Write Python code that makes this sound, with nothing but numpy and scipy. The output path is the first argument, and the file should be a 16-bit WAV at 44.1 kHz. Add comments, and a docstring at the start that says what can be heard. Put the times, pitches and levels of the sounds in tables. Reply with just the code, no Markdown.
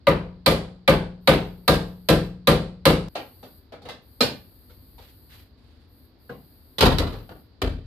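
"""Outdoors at a car, a hammer strikes the edge of the raised steel hood eight times; the panel's crowded
high modes clang and its low ones drum. The ringing breaks off, tools knock about in the engine bay and
the prop rod clacks into its clip. The hood is lowered with a faint rub, drops on its catch, bounces and
is pressed shut with a boom. A far rumble, soft air and spells of thin hiss lie underneath."""
import sys
import numpy as np
from scipy import signal
from scipy.fft import rfft, irfft, next_fast_len
from scipy.io import wavfile
from scipy.ndimage import map_coordinates

SR = 44100
rng = np.random.default_rng(int(sys.argv[2]) if len(sys.argv) > 2 else 0)


def wav_record(signal):
    """Record a signal, one row per channel, as 16-bit PCM in the file named by sys.argv[1]."""
    frames = np.transpose(np.atleast_2d(signal))
    bounded = np.clip(frames, -1, 1)
    # unit amplitude maps onto the largest positive 16-bit level
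    quanta = np.round(bounded * 32767).astype(np.int16)
    wavfile.write(sys.argv[1], SR, quanta)


N = 346626
RING_S = np.arange(int(0.8 * SR)) / SR  # time axis of one impact
BREAK_S = 3.088  # hammer ringing stops short

# blows (time [s], drumming [dB], clang [dB], sizzle [dB], ping [dB], clink [dB], bark [dB])
BLOWS = [(0.069, -3.5, 0.5, -15, -0.5, -9.5, -7), (.461, -2, 2, -1, -6.5, -0.5, -15),
         (.877, -0.5, 3, -7.5, 2.5, -9.5, -8), (1.274, -0.5, 5, -4, 2, -3, -10),
         (1.678, 0, 1.5, -0.5, -5.5, 0.5, -13), (2.087, 1, 0.5, -2.5, -14, -5.5, -19.5),
         (2.472, 1, 2.5, -2, -8, -2, -11.5), (2.854, 1, 3, -0.5, -4.5, -2, -10.5)]
# raised hood (frequency [Hz], level [dB], t60 [s])
RAISED_MODES = [(42.3, -17.5, 0.57), (50.3, -17.5, 0.45), (66.8, -13, 0.45), (95, -17, 0.48),
                (120, -17.5, 0.58), (142, -14, 0.45), (159.5, -9, 0.47), (171.5, -22, 0.58),
                (181.5, -17.5, 0.88), (215.1, -13.5, 0.4), (244.3, -18, 0.42), (289.8, -16, 0.41),
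                (314.4, -15, .33), (325.5, -17.5, 0.38), (377, -17, 0.34), (403, -18.5, 0.25),
                (454.5, -17, 0.37), (480.7, -12.5, 0.32), (520, -14.5, 0.4), (583, -13.5, 0.26),
                (666, -21.5, 0.3), (750, -23, 0.24), (1017, -19.5, 0.23), (1194, -17, 0.18),
                (1342, -21.5, 0.24), (1520, -25, 0.28), (1607, -25.5, 0.33)]
# stiff rim, the ping (frequency [Hz], level [dB], t60 [s])
RIM_MODES = [(2070, -23, 0.15), (2290, -21, 0.14)]
# steel on steel, the clink (frequency [Hz], level [dB], t60 [s])
STEEL_MODES = [(3790, -21.5, 0.1), (3920, -18, 0.053), (4260, -23.5, 0.048), (4400, -25, .08)]
# hood's crowded higher modes (frequency [Hz], density [dB])
CLANG_SPECTRUM = [(200, -27.5), (400, 6), (620, 1), (900, -0.5), (1200, -1.5), (1800, -5.5), (2600, -5.5),
                  (4200, -10.5), (6500, -17), (10000, -13.5), (14000, -14)]
# their decay (frequency [Hz], t60 [s])
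CLANG_DECAY = [(200, 0.55), (600, 0.43), (2000, 0.35), (4500, 0.37), (8000, 0.36), (14000, 0.22)]
def hammer():
    """Blows land near one spot: long waves repeat from blow to blow, short ones differ."""
    track, spot = np.zeros((2, N)), white()
    panel = mode_rings(RAISED_MODES, rise_s=0.0083)
    rim = mode_rings(RIM_MODES, rise_s=0.0025)
    steel = mode_rings(STEEL_MODES, rise_s=0.002)
    crossover_hz, rattle_delay_s, rattle_fade_s = 500, 0.052, 0.018
    for at_s, drum_db, clang_db, sizzle_db, ping_db, clink_db, bark_db in BLOWS:
        repeated = filtered(spot, lambda hz: np.cos(np.arctan(hz / crossover_hz)))
        fresh = filtered(white(), lambda hz: np.sin(np.arctan(hz / crossover_hz)))
        colour = [(2000, clang_db), (7000, sizzle_db)]
        sheet = clang(repeated + fresh, CLANG_SPECTRUM, CLANG_DECAY, colour,
                      rise_s=0.0024, crack_db=10, crack_s=0.0028, uneven_db=2.5)
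        add(track, at_s, amp(-15.5) * sheet)
        add(track, at_s, amp(drum_db - 3.5) * strike(panel, scatter_db=2.56, drift=0.008))
        add(track, at_s, amp(ping_db) * strike(rim, scatter_db=0.85, drift=0.005))
        add(track, at_s, amp(clink_db) * strike(steel, scatter_db=-0.12, drift=0.0087))
        add(track, at_s + 0.00089, amp(bark_db) * flange_bark())
        add(track, at_s, amp(drum_db - 17) * edge_echo())
        # the shaken sheet rattles once more
        rattle = equalise(stereo(white(), CLANG_SPECTRUM), colour) * np.exp(-RING_S / rattle_fade_s)
        add(track, at_s + rattle_delay_s * (1 + 0.25 * rng.uniform(-1, 1)), amp(-25.5) * rattle)
    tick = stereo(white(), [(1000, 3), (14000, -16)]) * np.exp(-RING_S / 0.0034)
    add(track, BREAK_S - 0.004, amp(-41) * tick)
    gate = np.clip((BREAK_S - np.arange(N) / SR) / 0.00049, 0, 1)
    return track * gate


def flange_bark():
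    """The struck flange sounds two brief notes, the lower sinking, before the panel takes its motion."""
    start_hz, sag_hz_per_s, upper_hz, peak_s = 565, 1100, 1200.7, 0.013
    lower_hz = start_hz * (1 + 0.034 * rng.uniform(-1.2, 1)) - sag_hz_per_s * RING_S
    lower = np.sin(2 * np.pi * np.cumsum(lower_hz) / SR)
    upper = amp(-7) * np.sin(2 * np.pi * upper_hz * RING_S)
    envelope = (RING_S / peak_s * np.exp(1 - RING_S / peak_s)) ** 2
    return (lower + upper) * envelope


# wave reflected at the hood's far edge (frequency [Hz], density [dB])
ECHO_SPECTRUM = [(150, -14.5), (280, 0.5), (400, -4.5), (540, 2), (1500, -29)]
def edge_echo():
    """The bending wave returns smeared from the far edge; short waves run faster and arrive first."""
    trip_s = 0.045 * (1 + 0.06 * rng.uniform(-1, 1))  # round trip at 1 kHz
    burst = rng.standard_normal(len(RING_S)) * np.exp(-RING_S / 0.012)
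    dispersion = lambda hz: np.exp(-4j * np.pi * trip_s * np.sqrt(1000 * hz))
    wave = filtered(burst, lambda hz: amp(along(ECHO_SPECTRUM, hz)) * dispersion(hz))
    return wave / np.abs(wave).max()


# hood meets catch and rubber stops (time [s], boom [dB], clash [dB], edge [dB])
CONTACTS = [(6.783, -43.5, -23, -29.5), (6.807, -9.5, -7, -15.5), (6.822, 2, -13.5, -32),
            (6.854, -6.5, -9, -24), (6.984, -7, -17.5, -28.5), (7.015, -19, -22.5, -43),
            (7.086, -29, -35, -53), (7.124, -30, -32, -50), (7.186, -35, -47, -60),
            (7.291, -37, -34.5, -57), (7.617, -5, -18, -32.5)]
# lowered hood (frequency [Hz], level [dB], t60 [s])
LOWERED_MODES = [(42.75, -14.5, 0.71), (53.6, -12.5, 0.39), (81, -16, 0.55), (108.3, -15, 0.52),
                 (150.2, -19.5, 0.42), (256.4, -19.5, 0.33), (265.4, -25.5, 0.44), (306, -16.5, 0.24),
                 (393.6, -15, 0.22), (472.6, -17.5, 0.21)]
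# steel catch (frequency [Hz], level [dB], t60 [s])
CATCH_MODES = [(1130, -23, 0.38), (1508, -14.5, 0.29), (2980, -8, 0.15)]
# clash of hood on catch (frequency [Hz], density [dB])
CLASH_SPECTRUM = [(100, 4), (250, -3), (480, -4), (750, -6), (1400, -11.5), (2000, -15), (3000, -12.5),
                  (4200, -12), (6500, -21), (14000, -24)]
# its decay (frequency [Hz], t60 [s])
CLASH_DECAY = [(200, 0.56), (800, 0.31), (3000, 0.39), (12000, 0.34)]
def hood_closing():
    """The catch clashes and rattles; the hood's weight sets the whole panel booming."""
    track = np.zeros((2, N))
    panel = mode_rings(LOWERED_MODES, rise_s=0.0083)
    catch = mode_rings(CATCH_MODES, rise_s=0.0021)
    for at_s, boom_db, clash_db, edge_db in CONTACTS:
        colour = [(1200, clash_db), (4500, edge_db)]
        rattle = amp(2.1 * wobble(130)[:len(RING_S)])
        clash = clang(white(), CLASH_SPECTRUM, CLASH_DECAY, colour,
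                      rise_s=0.012, crack_db=10, crack_s=0.0099, uneven_db=4)
        add(track, at_s, rattle * clash)
        add(track, at_s, amp(boom_db) * strike(panel, scatter_db=4.5, drift=0.016))
        # the middle of the skin flexes a moment later
        add(track, at_s + 0.016, amp(clash_db - 5) * ping(489.7, t60_s=0.1, spread=0.11))
        add(track, at_s, amp(-6) * equalise(strike(catch, scatter_db=2, drift=0.014), colour))
    return track


# tools, prop rod and hands (time [s], thud [dB], body [dB], edge [dB], ping [Hz])
KNOCKS = [(3.152, -37, -25.5, -32, 640), (3.428, -39, -43.5, -45.5, 773), (3.721, -40, -37, -48, 608),
          (3.818, -45, -51, -50, 780), (3.852, -40, -37.5, -46, 540), (3.886, -44.5, -34, -34.5, 798),
          (4.206, -17, -17, -12, 528), (4.697, -50, -55, -54, 1426), (4.981, -54, -46.5, -49.5, 855),
          (6.293, -32, -36, -52.5, 1527)]
# engine bay (frequency [Hz], level [dB], t60 [s])
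BAY_MODES = [(70, -21.5, 0.36), (130, -18, 0.45), (211, -15.5, 0.45), (256.4, -7, 0.24), (405, -7.5, 0.2),
             (485.6, -2, 0.21), (1270, -16, 0.095)]
# knock on bodywork (frequency [Hz], density [dB])
KNOCK_SPECTRUM = [(50, -9), (130, 5), (220, 1.5), (380, -3.5), (520, 2), (900, -4), (1300, -11),
                  (1800, -13), (2800, -14.5), (4200, -17), (6500, -26.5), (14000, -32.5)]
# its decay (frequency [Hz], t60 [s])
KNOCK_DECAY = [(150, 0.49), (600, 0.31), (3000, 0.33), (12000, 0.24)]
def bay_knocks():
    """Hard things knock on the bodywork, each with its own weight, edge and pitch."""
    track = np.zeros((2, N))
    bay = mode_rings(BAY_MODES, rise_s=0.0052)
    for at_s, thud_db, body_db, edge_db, ping_hz in KNOCKS:
        colour = [(200, thud_db), (500, body_db), (1300, body_db), (4500, edge_db)]
        knock = clang(white(), KNOCK_SPECTRUM, KNOCK_DECAY, colour,
                      rise_s=0.0066, crack_db=4, crack_s=0.036, uneven_db=4.5)
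        add(track, at_s, knock)
        add(track, at_s, amp(thud_db + 1.5) * strike(bay, scatter_db=-2, drift=0.02))
        add(track, at_s, amp(body_db + 0.5) * ping(ping_hz, t60_s=0.1, spread=0.089))
    return track


# steel rod (frequency [Hz], level [dB], t60 [s])
ROD_MODES = [(240, -20, .2), (1270, -14, 0.075), (3834, -25.5, .1), (4140, -19, 0.069), (5200, -27.5, .09)]
def prop_rod():
    """The rod rings briefly as it snaps into its clip."""
    track = np.zeros((2, N))
    rod = mode_rings(ROD_MODES, rise_s=0.0026)
    add(track, at_s=4.207, sound=amp(1.5) * strike(rod, scatter_db=0.6, drift=0.002))
    return track


# hands and hinge rub (time [s], length [s], level [dB])
RUBS = [(5.0, 0.097, -58), (5.29, 0.11, -54.5), (5.57, 0.28, -70)]
# friction noise (frequency [Hz], density [dB])
RUB_SPECTRUM = [(600, -9.5), (1800, -4.5), (3300, -6.5), (6500, -16)]
def rubbing():
    """Faint, uneven friction as the hood is gripped and lowered."""
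    return spells(RUBS, rise_s=0.0085, fall_s=0.035) * amp(1.9 * wobble(70)) * noise(RUB_SPECTRUM)


# far rumble (frequency [Hz], density [dB])
RUMBLE_SPECTRUM = [(25, -11), (42, 1), (70, 6.5), (95, 3), (140, -8), (190, -16), (260, -5.5), (400, -41.5),
                   (900, -82)]
# moving air (frequency [Hz], density [dB])
AIR_SPECTRUM = [(100, -1), (300, 12), (600, 1.5), (1000, -2.5), (1700, -6.5), (2700, -13), (3600, -12.5),
                (4700, -8.5), (5800, -23), (9000, -30.5)]
# thin hiss, perhaps insects (frequency [Hz], density [dB])
HISS_SPECTRUM = [(3000, -30), (4600, -3.5), (5800, -30.5), (8000, -9.5), (10500, -4.5), (13000, 8.5),
                 (14200, 3.5), (14800, -23.5)]
# its spells (time [s], length [s], level [dB])
HISS_SPELLS = [(1.2, 1.06, -62), (3.08, 0.5, -56.5), (4.01, 1.407, -58.5), (5.87, .18, -61.5),
               (6.18, 1.23, -60)]
def background():
    """Far rumble, soft air that steps up after the hammering, and a hiss that comes and goes."""
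    rumble = amp(-52 + 1.2 * wobble(1)) * noise(RUMBLE_SPECTRUM)
    step_db = 1.5 * (np.arange(N) / SR > BREAK_S)
    air = amp(-62.5 + step_db + 0.37 * wobble(9.1)) * noise(AIR_SPECTRUM)
    hiss = spells(HISS_SPELLS, rise_s=0.045, fall_s=0.04) * noise(HISS_SPECTRUM)
    return rumble + air + hiss


def clang(grain, spectrum, decay, colour, rise_s, crack_db, crack_s, uneven_db):
    """Crowded, uneven modes: a bright contact crack, then each band swells and dies at its own rate."""
    knots_hz = np.arange(0, SR / 2, 75)
    depth = np.interp(knots_hz, [0, 1000, 3000, 8000], [0, 1, 0.9, 0.5])
    ripple_db = uneven_db * rng.standard_normal(len(knots_hz)) * depth
    rippled = unit(filtered(grain, lambda hz: amp(np.interp(hz, knots_hz, ripple_db))))
    pair = equalise(stereo(rippled, spectrum), colour)
    band_hz, t, bands = signal.stft(pair, SR, nperseg=256)
    band_hz = band_hz[:, None]
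    envelope = np.exp(-np.log(1000) * t / along(decay, band_hz)) * swell(band_hz, t, rise_s)
    ring = signal.istft(bands * envelope, SR, nperseg=256)[1][:, :len(RING_S)]
    crack = amp(crack_db) * np.exp(-RING_S / crack_s) * filtered(pair, lambda hz: hz / (hz + 4000))
    attack = 1 - np.exp(-RING_S / 0.00045)
    return (ring + crack) * attack


def mode_rings(modes, rise_s):
    """Pitch and complex ring of each mode; far from the contact, neighbours alternate in sign."""
    hz, db, t60_s = np.transpose(modes)[:, :, None]
    sign = (-1) ** np.arange(len(hz))[:, None]
    rings = np.exp((2j * np.pi * hz - np.log(1000) / t60_s) * RING_S)
    return hz[:, 0], sign * amp(db) * swell(hz, RING_S, rise_s) * rings


def strike(part, scatter_db, drift):
    """A blow rings the modes at new strengths and pitch; short waves reach the two ports out of step."""
    hz, rings = part
    skew_rad = rng.standard_normal((2, len(hz))) * np.minimum(hz / 1400, 2) ** 2
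    strength = amp(scatter_db * np.sqrt(hz / 500) * rng.standard_normal(len(hz)))
    pair = np.real(strength * np.exp(1j * skew_rad) @ rings)
    speed = 1 + drift * rng.uniform(-1, 1)
    return np.array([np.interp(RING_S * speed, RING_S, side, right=0) for side in pair])


def ping(hz, t60_s, spread):
    """Five close, quickly damped modes; the higher, the less alike at the two microphone ports."""
    t = RING_S[:len(RING_S) // 4, None]
    modes_hz = hz * (1 + spread * (np.linspace(-1, 1, 5) + rng.uniform(-0.2, 0.2, 5)))
    phases = rng.random(5) + hz / 3000 * rng.random((2, 1, 5))
    waves = np.sin(2 * np.pi * (modes_hz * t + phases)).sum(axis=-1)
    envelope = (np.exp(-np.log(1000) * t / t60_s) * (1 - np.exp(-t * hz / 2)))[:, 0]
    return unit(waves * envelope) * np.sqrt(np.mean(envelope ** 2))


def swell(hz, t, rise_s):
    """Bending-wave speed goes as root frequency, so low notes build later; rise_s holds at 1 kHz."""
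    return 1 - np.exp(-t / rise_s * np.sqrt(hz / 1000))


# left-right likeness (frequency [Hz], correlation [-1..1])
CORRELATION = [(100, 0.91), (300, 0.79), (640, 0.63), (1400, 0.25), (3100, .1), (7000, -0.11)]
def stereo(pair, spectrum):
    """Two white noises to a coloured pair of rms 1, alike in the bass, unrelated in the treble."""
    angle = lambda hz: np.arccos(np.clip(along(CORRELATION, hz), -1, 1)) / 2
    split = lambda hz: np.array([np.cos(angle(hz)), np.sin(angle(hz))])
    mid, side = filtered(pair, lambda hz: amp(along(spectrum, hz)) * split(hz))
    return unit(np.array([mid + side, mid - side]))


def noise(spectrum):
    """Coloured stereo noise, scene length."""
    return stereo(rng.standard_normal((2, N)), spectrum)


def white():
    """Two white noises, impact length."""
    return rng.standard_normal((2, len(RING_S)))


def spells(rows, rise_s, fall_s):
    """Gain that rises, holds and dies away once per row."""
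    since = lambda at_s: np.maximum(np.arange(N) / SR - at_s, 0)
    return sum(amp(db) * (1 - np.exp(-since(at_s) / rise_s)) * np.exp(-since(at_s + length_s) / fall_s)
               for at_s, length_s, db in rows)


def wobble(rate_hz):
    """Smooth random curve, rate_hz knots a second."""
    knots = rng.standard_normal(int(N * rate_hz / SR) + 4)
    return map_coordinates(knots, [np.arange(N) * rate_hz / SR])


def filtered(x, response):
    """Filter x by a function of frequency."""
    n = x.shape[-1]
    padded = next_fast_len(n + 4096, True)
    return irfft(rfft(x, padded) * response(np.fft.rfftfreq(padded, 1 / SR)), padded)[..., :n]


def equalise(x, curve):
    """Filter x by points of (frequency [Hz], gain [dB])."""
    return filtered(x, lambda hz: amp(along(curve, hz)))


def along(points, hz):
    """Interpolate points on a log frequency axis."""
    knots_hz, values = np.transpose(points)
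    return np.interp(np.log(hz + 1), np.log(knots_hz + 1), values)


def amp(db):
    """Decibels to gain."""
    return 10 ** (np.asarray(db) / 20)


def unit(x):
    """Scale to rms 1."""
    return x / np.sqrt(np.mean(x ** 2) + 1e-20)


def add(track, at_s, sound):
    """Mix a sound into the track."""
    start = max(round(at_s * SR), 0)
    part = sound[..., :N - start]
    track[:, start:start + part.shape[-1]] += part


def scene():
    """Work on the hood, in the open air."""
    return hammer() + bay_knocks() + prop_rod() + rubbing() + hood_closing() + background()


# right microphone port, resonance and notch (frequency [Hz], gain over left [dB])
RIGHT_PORT_EQ = [(60, -3), (600, -1.46), (1300, -2.5), (2400, 0), (3200, 3.5), (4000, 8.5), (4800, 7.5),
                 (5600, -3), (6900, -20.5), (8200, -17), (10000, -5), (13000, -1.5)]
def record(dry):
    """The right port colours its channel; deep bass is cut, peaks are rounded, the band ends steeply."""
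    low_cut_hz, top_hz = 39, 14600
    ports = np.array([dry[0], equalise(dry[1], RIGHT_PORT_EQ)])
    ports = signal.sosfilt(signal.butter(4, low_cut_hz, "highpass", fs=SR, output="sos"), ports)
    rounded = ports / (1 + ports ** 6) ** (1 / 6)
    return filtered(rounded, lambda hz: 1 / np.sqrt(1 + (hz / top_hz) ** 200))


dry = scene()
out = record(dry)
wav_record(out)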